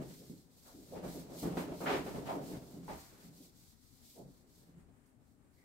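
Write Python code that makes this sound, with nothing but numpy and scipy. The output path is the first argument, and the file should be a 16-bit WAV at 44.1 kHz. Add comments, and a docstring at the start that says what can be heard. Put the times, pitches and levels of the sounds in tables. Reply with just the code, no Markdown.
"""Felt eraser on a whiteboard

A felt eraser is swept to and fro over a thin steel-faced board in a small quiet room.
Filtered noise makes the felt hiss with each stroke. Its uneven drag, sent through the ringing tones
of the loose panel, makes it rumble and rattle in its frame. The turns of the hand knock the panel:
short bursts of the same ringing. A low room hum lies under it all."""
import sys
import numpy as np
from scipy import signal
from scipy.fft import rfft, irfft, next_fast_len
from scipy.io import wavfile
from scipy.ndimage import uniform_filter1d

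SR = 44100
rng = np.random.default_rng(int(sys.argv[2]) if len(sys.argv) > 2 else 0)


def store_wav(level_fs):
    """Save 16-bit WAV to argv[1]."""
    pcm = np.round(np.clip(np.atleast_2d(level_fs), -1, 1) * 32767)
    wavfile.write(sys.argv[1], SR, pcm.T.astype(np.int16))


N = 248724
T = np.arange(N) / SR


def amp(db):
    """Turns decibels into a plain multiplier."""
    return 10 ** (np.asarray(db) / 20)


def evened(x):
    """Brings a sound to an average (RMS) strength of 1."""
    return x / np.sqrt(np.mean(x ** 2) + 1e-20)


def read(points, hz):
    """Reads a curve between its points, along a logarithmic pitch scale."""
    point_hz, value = np.transpose(points)
    return np.interp(np.log(hz + 1), np.log(point_hz + 1), value)


def colour(x, points):
    """Filters by a curve of (frequency [Hz], gain [dB])."""
    size = next_fast_len(N + 4096)
    gain = amp(read(points, np.fft.rfftfreq(size, 1 / SR)))
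    return irfft(rfft(x, size) * gain, size)[..., :N]


def shaped(spectrum, gain_db):
    """Gives a short-time spectrum a gain that changes over time and pitch, and returns the sound."""
    return signal.istft(spectrum * amp(gain_db), SR, nperseg=256)[1]


def flicker(spread_db, ms):
    """Random level changes that last about ms milliseconds."""
    size = max(round(ms * SR / 1000), 1)
    wander = uniform_filter1d(uniform_filter1d(rng.standard_normal(N), size), size)
    return amp(spread_db * evened(wander))


# How alike left and right are; values outside 0-1 are clipped: (frequency [Hz], likeness)
LIKENESS = [(60, 0.71), (180, 0.88), (550, 0.65), (1650, -1.3), (4970, 0.09), (15000, -0.44)]


def two_ears(x, other, side):
    """Left and right share much of the bass and part ways in the treble; side leans the balance."""
    hz = np.fft.rfftfreq(N, 1 / SR)
    same = np.clip(read(LIKENESS, hz), 0, 1)
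    lean = amp(read(side, hz) / 2)
    left, stranger = rfft(x), rfft(other)
    right = same * left + np.sqrt(1 - same ** 2) * stranger
    return irfft([left * lean, right / lean], N)


# Tone colour of the room sound: (frequency [Hz], relative level [dB per Hz])
ROOM_COLOUR = [(13, -45), (22, -4.5), (97, -1.5), (198, -9.5), (247, -2), (372, -15.5), (427, -15.5),
               (578, -24), (740, -18.5), (1690, -23.5), (1880, -24), (3440, -34), (5800, -37), (6900, -31),
               (8290, -27.5), (10000, -33.5), (15600, -39)]
# Balance of the room sound: (frequency [Hz], left minus right [dB])
ROOM_SIDE = [(60, 12), (180, 16), (550, 4.5), (1650, 1.5), (4970, 2), (15000, -0.5)]
ROOM_DB = -69.5


def room():
    """Low hum of the house that swells and sags, under a faint hiss that wavers."""
    noise = rng.standard_normal((2, N))
    low = signal.sosfilt(signal.butter(1, 500., fs=SR, output="sos"), noise)
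    noise = (noise - low) * flicker(1.5, ms=45.0) + low * flicker(1.8, ms=40.0)
    return amp(ROOM_DB) * two_ears(*evened(colour(noise, ROOM_COLOUR)), ROOM_SIDE)


# Strokes of felt on enamel:
# (start [s], length [s], hiss level before shaping [dB], fastest moment [0-1 of the length])
STROKES = [(-0.005, 0.48, -61, 0.26), (0.46, 0.38, -62, 0.55), (0.77, 0.22, -62, 0.52),
           (1.008, 0.21, -53.5, 0.56), (1.235, 0.24, -50.5, 0.71), (1.531, 0.082, -51.5, 0.63),
           (1.657, 0.34, -53, 0.68), (2.029, 0.22, -56, 0), (2.25, 0.12, -57, 0.22), (2.4, 0.18, -57, 0.46),
           (2.587, 0.26, -62.5, 0.36), (2.841, 0.38, -59, 0.24), (3.137, 0.18, -63, 0.43),
           (3.303, 0.18, -62.5, 0.47), (3.512, 0.24, -65, 0.45), (3.768, 0.34, -68, 0.33),
           (3.967, 0.24, -61.5, 0.57), (4.262, 0.18, -71, 0.28), (4.47, 0.24, -68.5, 0.3),
           (5.18, 0.18, -80.5, 0.47), (5.483, 0.13, -75, 0.65)]
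OVERLAP_S, LINGER_S = 0.011, 0.027  # each stroke is widened at both ends; its hiss lingers
ARCH_POWER = 0.93  # sharpness of the arch


def stroke_db(t):
    """Each stroke speeds up and slows down in one arch; the hiss level follows the speed."""
    coarse_t = T[::64]
    start, length, db, fastest = np.transpose(STROKES)[:, :, None]
    progress = np.clip((coarse_t - start + OVERLAP_S) / (length + 2 * OVERLAP_S), 0, 1)
    # bend the arch so that its top falls on the fastest moment
    bend = np.log(.5) / np.log(np.clip(fastest, .1, .9))
    arch = abs(np.sin(np.pi * progress ** bend)) ** ARCH_POWER
    keep = np.exp(-64 / (SR * LINGER_S))
    power = signal.lfilter([1 - keep], [1, -keep], ((amp(db) * arch) ** 2).sum(0))
    return np.interp(t, coarse_t, 10 * np.log10(power + 1e-10))


# Tone colour of the felt: (frequency [Hz], relative level [dB per Hz])
FELT_COLOUR = [(1060, -35), (1800, -16), (2060, -5), (2700, -6.5), (2930, -4), (3210, -2), (3450, -2.5),
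               (4250, 1.5), (6150, -1), (8140, 0), (10100, -6), (12100, -1.5), (15600, -6.5)]
# Balance of the felt: (frequency [Hz], left minus right [dB])
FELT_SIDE = [(2000, 1.5), (5000, 0.5), (9000, 2), (15000, -7)]
# below BODY_HZ the hiss is thinner for strokes lighter than FIRM_DB and fuller for firmer ones
BODY_HZ, BODY_PER_HISS, FIRM_DB = 3780, 0.17, -49  # BODY_PER_HISS in dB per dB
AIR_HZ, AIR_PER_SPEED = 8500, 0.17  # above this the hiss dips deeper at the turns [dB per dB]


def hiss():
    """Fine fibres scrape the enamel: dense, slightly grainy noise, brightest when stroke speed peaks."""
    fibres = rng.standard_normal((2, N))
    fibres = fibres * flicker(0.33, ms=0.49) * flicker(0.75, ms=13.0) * flicker(1.0, ms=45.0)
    felt = two_ears(*evened(colour(fibres, FELT_COLOUR)), FELT_SIDE)
    level_db = np.maximum(stroke_db(T), -90)
    # how far the level stands above its average over a third of a second
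    swing_db = level_db - uniform_filter1d(level_db, SR // 3)
    air = colour(felt, [(AIR_HZ * .8, -60), (AIR_HZ, 0)])
    body = colour(felt, [(BODY_HZ * .85, 0), (BODY_HZ, -60)])
    felt = felt + body * (amp(BODY_PER_HISS * (level_db - FIRM_DB)) - 1)
    felt = felt + air * (amp(AIR_PER_SPEED * swing_db) - 1)
    return felt * amp(level_db)


def ring(x, hz, width):
    """One ringing tone (mode) with a gain of about 1 at its centre; a narrow width rings longer."""
    r = np.exp(-np.pi * width / SR)
    return 2 * signal.lfilter([1 - r], [1, -r * np.exp(2j * np.pi * hz / SR)], x).real


# Strong ringing tones of the panel: (frequency [Hz], width [Hz], relative level [dB])
PANEL_MODES = [(67.4, 35, 1), (134.5, 6, 3), (171.3, 4.7, 1.5), (257, 5.6, 4.5), (281.6, 19, 5),
               (358, 31, -10), (401.3, 8.9, -2), (594, 106, 0.5), (695, 33, -5.5), (771, 16, -5.5),
               (861.6, 4.3, -10), (915, 7.1, -9.5), (1200, 84, -21), (1370, 5.9, -26), (1710, 130, -27),
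               (1944, 18, -28), (2140, 130, -23), (2780, 870, -18)]
# The many small tones between them: (frequency [Hz], relative level [dB per Hz])
SMALL_MODES = [(15, -33), (25, -32), (106, -9.5), (172, 8), (207, 1), (404, 0.5), (1000, -16.5),
               (15000, -62)]


def panel_colour(force, fill_db):
    """A force on the panel rings its strong tones and the dense small ones between."""
    strong = sum(amp(db) * ring(force, hz, width) / np.sqrt(width) for hz, width, db in PANEL_MODES)
    small = colour(force, SMALL_MODES)
    return evened(strong) + amp(fill_db) * evened(small)


# Drag of the felt on the panel: (time [s], force level [dB], extra level of the middle tones [dB])
DRAG = [(0.0, -47, -24), (0.45, -69, -2.5), (0.652, -67, 3), (0.83, -62.5, -2), (0.96, -47.5, -1),
        (1.19, -48, -10), (1.284, -55.5, -1), (1.45, -49.5, 4), (1.55, -40.5, -2.5), (1.66, -47.5, -2),
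        (1.729, -44, 4), (1.8, -48, -4.5), (2.0, -40.5, -8), (2.25, -45, -1.5), (2.58, -47, -14.5),
        (2.68, -59.5, 2), (2.84, -55, -3.5), (3.05, -62.5, -5), (3.21, -67.5, 5), (3.5, -63.5, -8),
        (3.8, -81.5, 1.5), (4.4, -69.5, -1.5), (4.75, -64, -8), (5.1, -76, 3.5), (5.64, -70, -4)]
# Balance of the panel: (frequency [Hz], left minus right [dB])
PANEL_SIDE = [(60, 0), (250, 0), (700, -1.5), (2500, 2), (9000, -9)]
# treble rattle of the frame [dB]: stronger where the hiss is strong for the force [dB per dB]
RATTLE_DB, RATTLE_PER_HISS = -2.5, 0.023


def drag():
    """Felt sticks and slips unevenly and rings the panel; its middle tones and rattle vary."""
    slips = rng.standard_normal((2, N)) * flicker(1.5, ms=8.6) * flicker(2.0, ms=46.0)
    panel = evened(panel_colour(slips, fill_db=2.5))
    hz, t, spectrum = signal.stft(panel, SR, nperseg=256)
    time_s, *columns = np.transpose(DRAG)
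    force_db, mid_db = (np.interp(t, time_s, column) for column in columns)
    rattle_db = RATTLE_DB + RATTLE_PER_HISS * (stroke_db(t) - force_db)
    # how much each pitch belongs to the middle tones or to the rattle (0-1)
    mid = read([(250, 0), (650, 1), (1700, 0)], hz)[:, None]
    rattle = read([(650, 0), (1700, 1)], hz)[:, None]
    sound = shaped(spectrum, force_db + mid * mid_db + rattle * rattle_db)
    return two_ears(*sound[:, :N], PANEL_SIDE)


# Knocks and judders of the eraser body: (time [s], level before shaping [dB], centre [Hz],
# spread [octaves], rise [s], judder length before the fade [s])
KNOCKS = [(0.0, -43, 252, 1.4, 0.0015, 0.012), (0.01, -62, 140, 0.38, 0.0091, 0.049),
          (0.192, -61, 410, 0.6, 0.0077, 0.041), (0.298, -50, 242, 0.68, 0.0024, 0.019),
          (0.652, -63, 890, 0.8, 0.006, 0.049), (0.736, -56.5, 280, 0.76, 0.0097, 0.073),
          (0.92, -46.5, 560, 0.5, 0.0047, 0.032), (0.95, -56, 600, 1.44, .008, 0.03),
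          (1.028, -48.5, 560, 1.02, 0.0061, 0.033), (1.141, -45, 250, 1.12, 0.0062, 0.021),
          (1.299, -53.5, 450, 1.1, 0.0011, 0.006), (1.323, -53, 400, 1.03, 0.0031, 0.025),
          (1.42, -35, 187, 1.74, 0.014, 0.048), (1.571, -39, 610, 1.37, 0.0006, 0.016),
          (1.805, -41.5, 515, 1.23, 0.0031, 0.098), (1.8605, -42, 1470, 0.65, 0.0008, 0.0076),
          (1.865, -38.5, 700, 1.44, 0.011, 0.089), (1.915, -43, 400, 0.29, 0.0058, 0.026),
          (2.063, -44.5, 478, 1.42, 0.0016, 0.008), (2.146, -43.5, 312, 1.5, 0.0048, 0.011),
          (2.217, -57, 308, 0.42, 0.00099, 0.0036), (2.256, -48.5, 910, 1.21, 0.0082, 0.049),
          (2.268, -57, 746, 0.34, 0.0015, 0.004), (2.287, -40.5, 745, 0.53, 0.0053, 0.029),
          (2.337, -43.5, 320, 1.02, 0.0085, 0.049), (2.435, -56.5, 272, 0.46, 0.00056, 0.0025),
          (2.479, -50.5, 416, 0.97, 0.0056, 0.091), (2.74, -49.5, 188, .8, 0.0058, 0.052),
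          (2.881, -49.5, 882, 0.39, 0.00091, 0.0098), (2.895, -56.5, 850, 0.23, 0.001, 0.008),
          (2.882, -63, 1780, 0.31, 0.0023, 0.022), (2.883, -49, 167, 2.29, 0.0039, 0.049),
          (2.903, -55.5, 65.6, 0.83, 0.0093, 0.041), (2.974, -70.5, 1320, 0.85, 0.02, 0.29),
          (3.118, -64, 220, 1.1, 0.006, 0.021), (3.231, -57, 188, 0.54, 0.0077, 0.072),
          (3.402, -59.5, 250, 1, 0.0017, 0.006), (4.148, -55, 527, 0.62, 0.022, 0.057),
          (4.181, -57, 175, 0.67, 0.0097, 0.12), (4.743, -59, 110, 1.06, 0.0068, 0.05),
          (5.058, -76.5, 6500, 1.3, .001, 0.004), (5.563, -76, 2080, 0.15, 0.017, 0.065)]
KNOCK_T60_S = 0.33  # time for a knock to fade by 60 dB
# the panel bounces on its backing while it judders: short pulses with uneven gaps
BOUNCE_DB, BOUNCE_GAP_S, BOUNCE_S = 4.5, 0.017, 0.00085  # strongest level, middle gap, pulse width


def knocks():
    """Each blow shakes the panel against the wall, judders briefly and dies with the room."""
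    shake = panel_colour(rng.standard_normal((2, N)) * flicker(0.27, ms=2.3), fill_db=5.0)
    shake = two_ears(*shake, PANEL_SIDE)
    # a smooth curve through the panel's usual spectrum
    hz, power = signal.welch(shake[0], SR, nperseg=1024)
    trend = np.polyfit(np.log(hz + 50), 10 * np.log10(power), 4, w=(hz + 50) ** -.5)
    out = np.zeros((2, N))
    gaps = BOUNCE_GAP_S * rng.uniform(.5, 1.5, (len(KNOCKS), 12))
    for (start, db, centre_hz, spread, rise, hold), gap in zip(KNOCKS, gaps):
        first = max(int(start * SR), 0)
        last = min(int((start + hold + KNOCK_T60_S) * SR), N)
        at = slice(first, last)
        age = T[at] - T[at][0]
        hz = np.fft.rfftfreq(len(age), 1 / SR)
        # a broad band of the panel's tones takes the blow, whatever their usual strength
        band_db = -6 * (np.log2((hz + 20) / centre_hz) / spread) ** 2
        usual_db = np.polyval(trend, np.log(hz + 50))
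        judder = evened(irfft(rfft(shake[:, at]) * amp(band_db - usual_db), len(age)))
        # bounces are weaker for knocks centred far from 600 Hz
        lag = (age[:, None] - np.cumsum(gap)) / BOUNCE_S
        bounces = ((1 - lag ** 2) * np.exp(-lag ** 2 / 2)).sum(1)
        bounce_db = BOUNCE_DB - 6.4 * (np.log2(centre_hz / 600) / spread) ** 2
        judder += amp(bounce_db) * bounces
        fade = amp(-60 * np.maximum(age - hold, 0) / KNOCK_T60_S)
        judder *= fade * (1 - np.exp(-age / rise))
        # a sudden contact begins with one damped swing, alike at both ears; a slow rise weakens it
        blow = np.sin(2 * np.pi * centre_hz * age) * np.exp(-age * centre_hz * spread ** 1.1 * 0.83)
        out[:, at] += amp(db) * (judder - 5.5 * np.exp(-rise / 0.003) * blow)
    return out


def scene():
    """All four layers sound together."""
    return room() + hiss() + drag() + knocks()


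EDGE_HZ = 15800


def record(dry):
    """A steep filter removes the treble above EDGE_HZ."""
    low_pass = signal.firwin(1023, EDGE_HZ, window=("kaiser", 9), fs=SR)
    return signal.oaconvolve(dry, low_pass[None], "same", axes=1)


dry = scene()
out = record(dry)
store_wav(out)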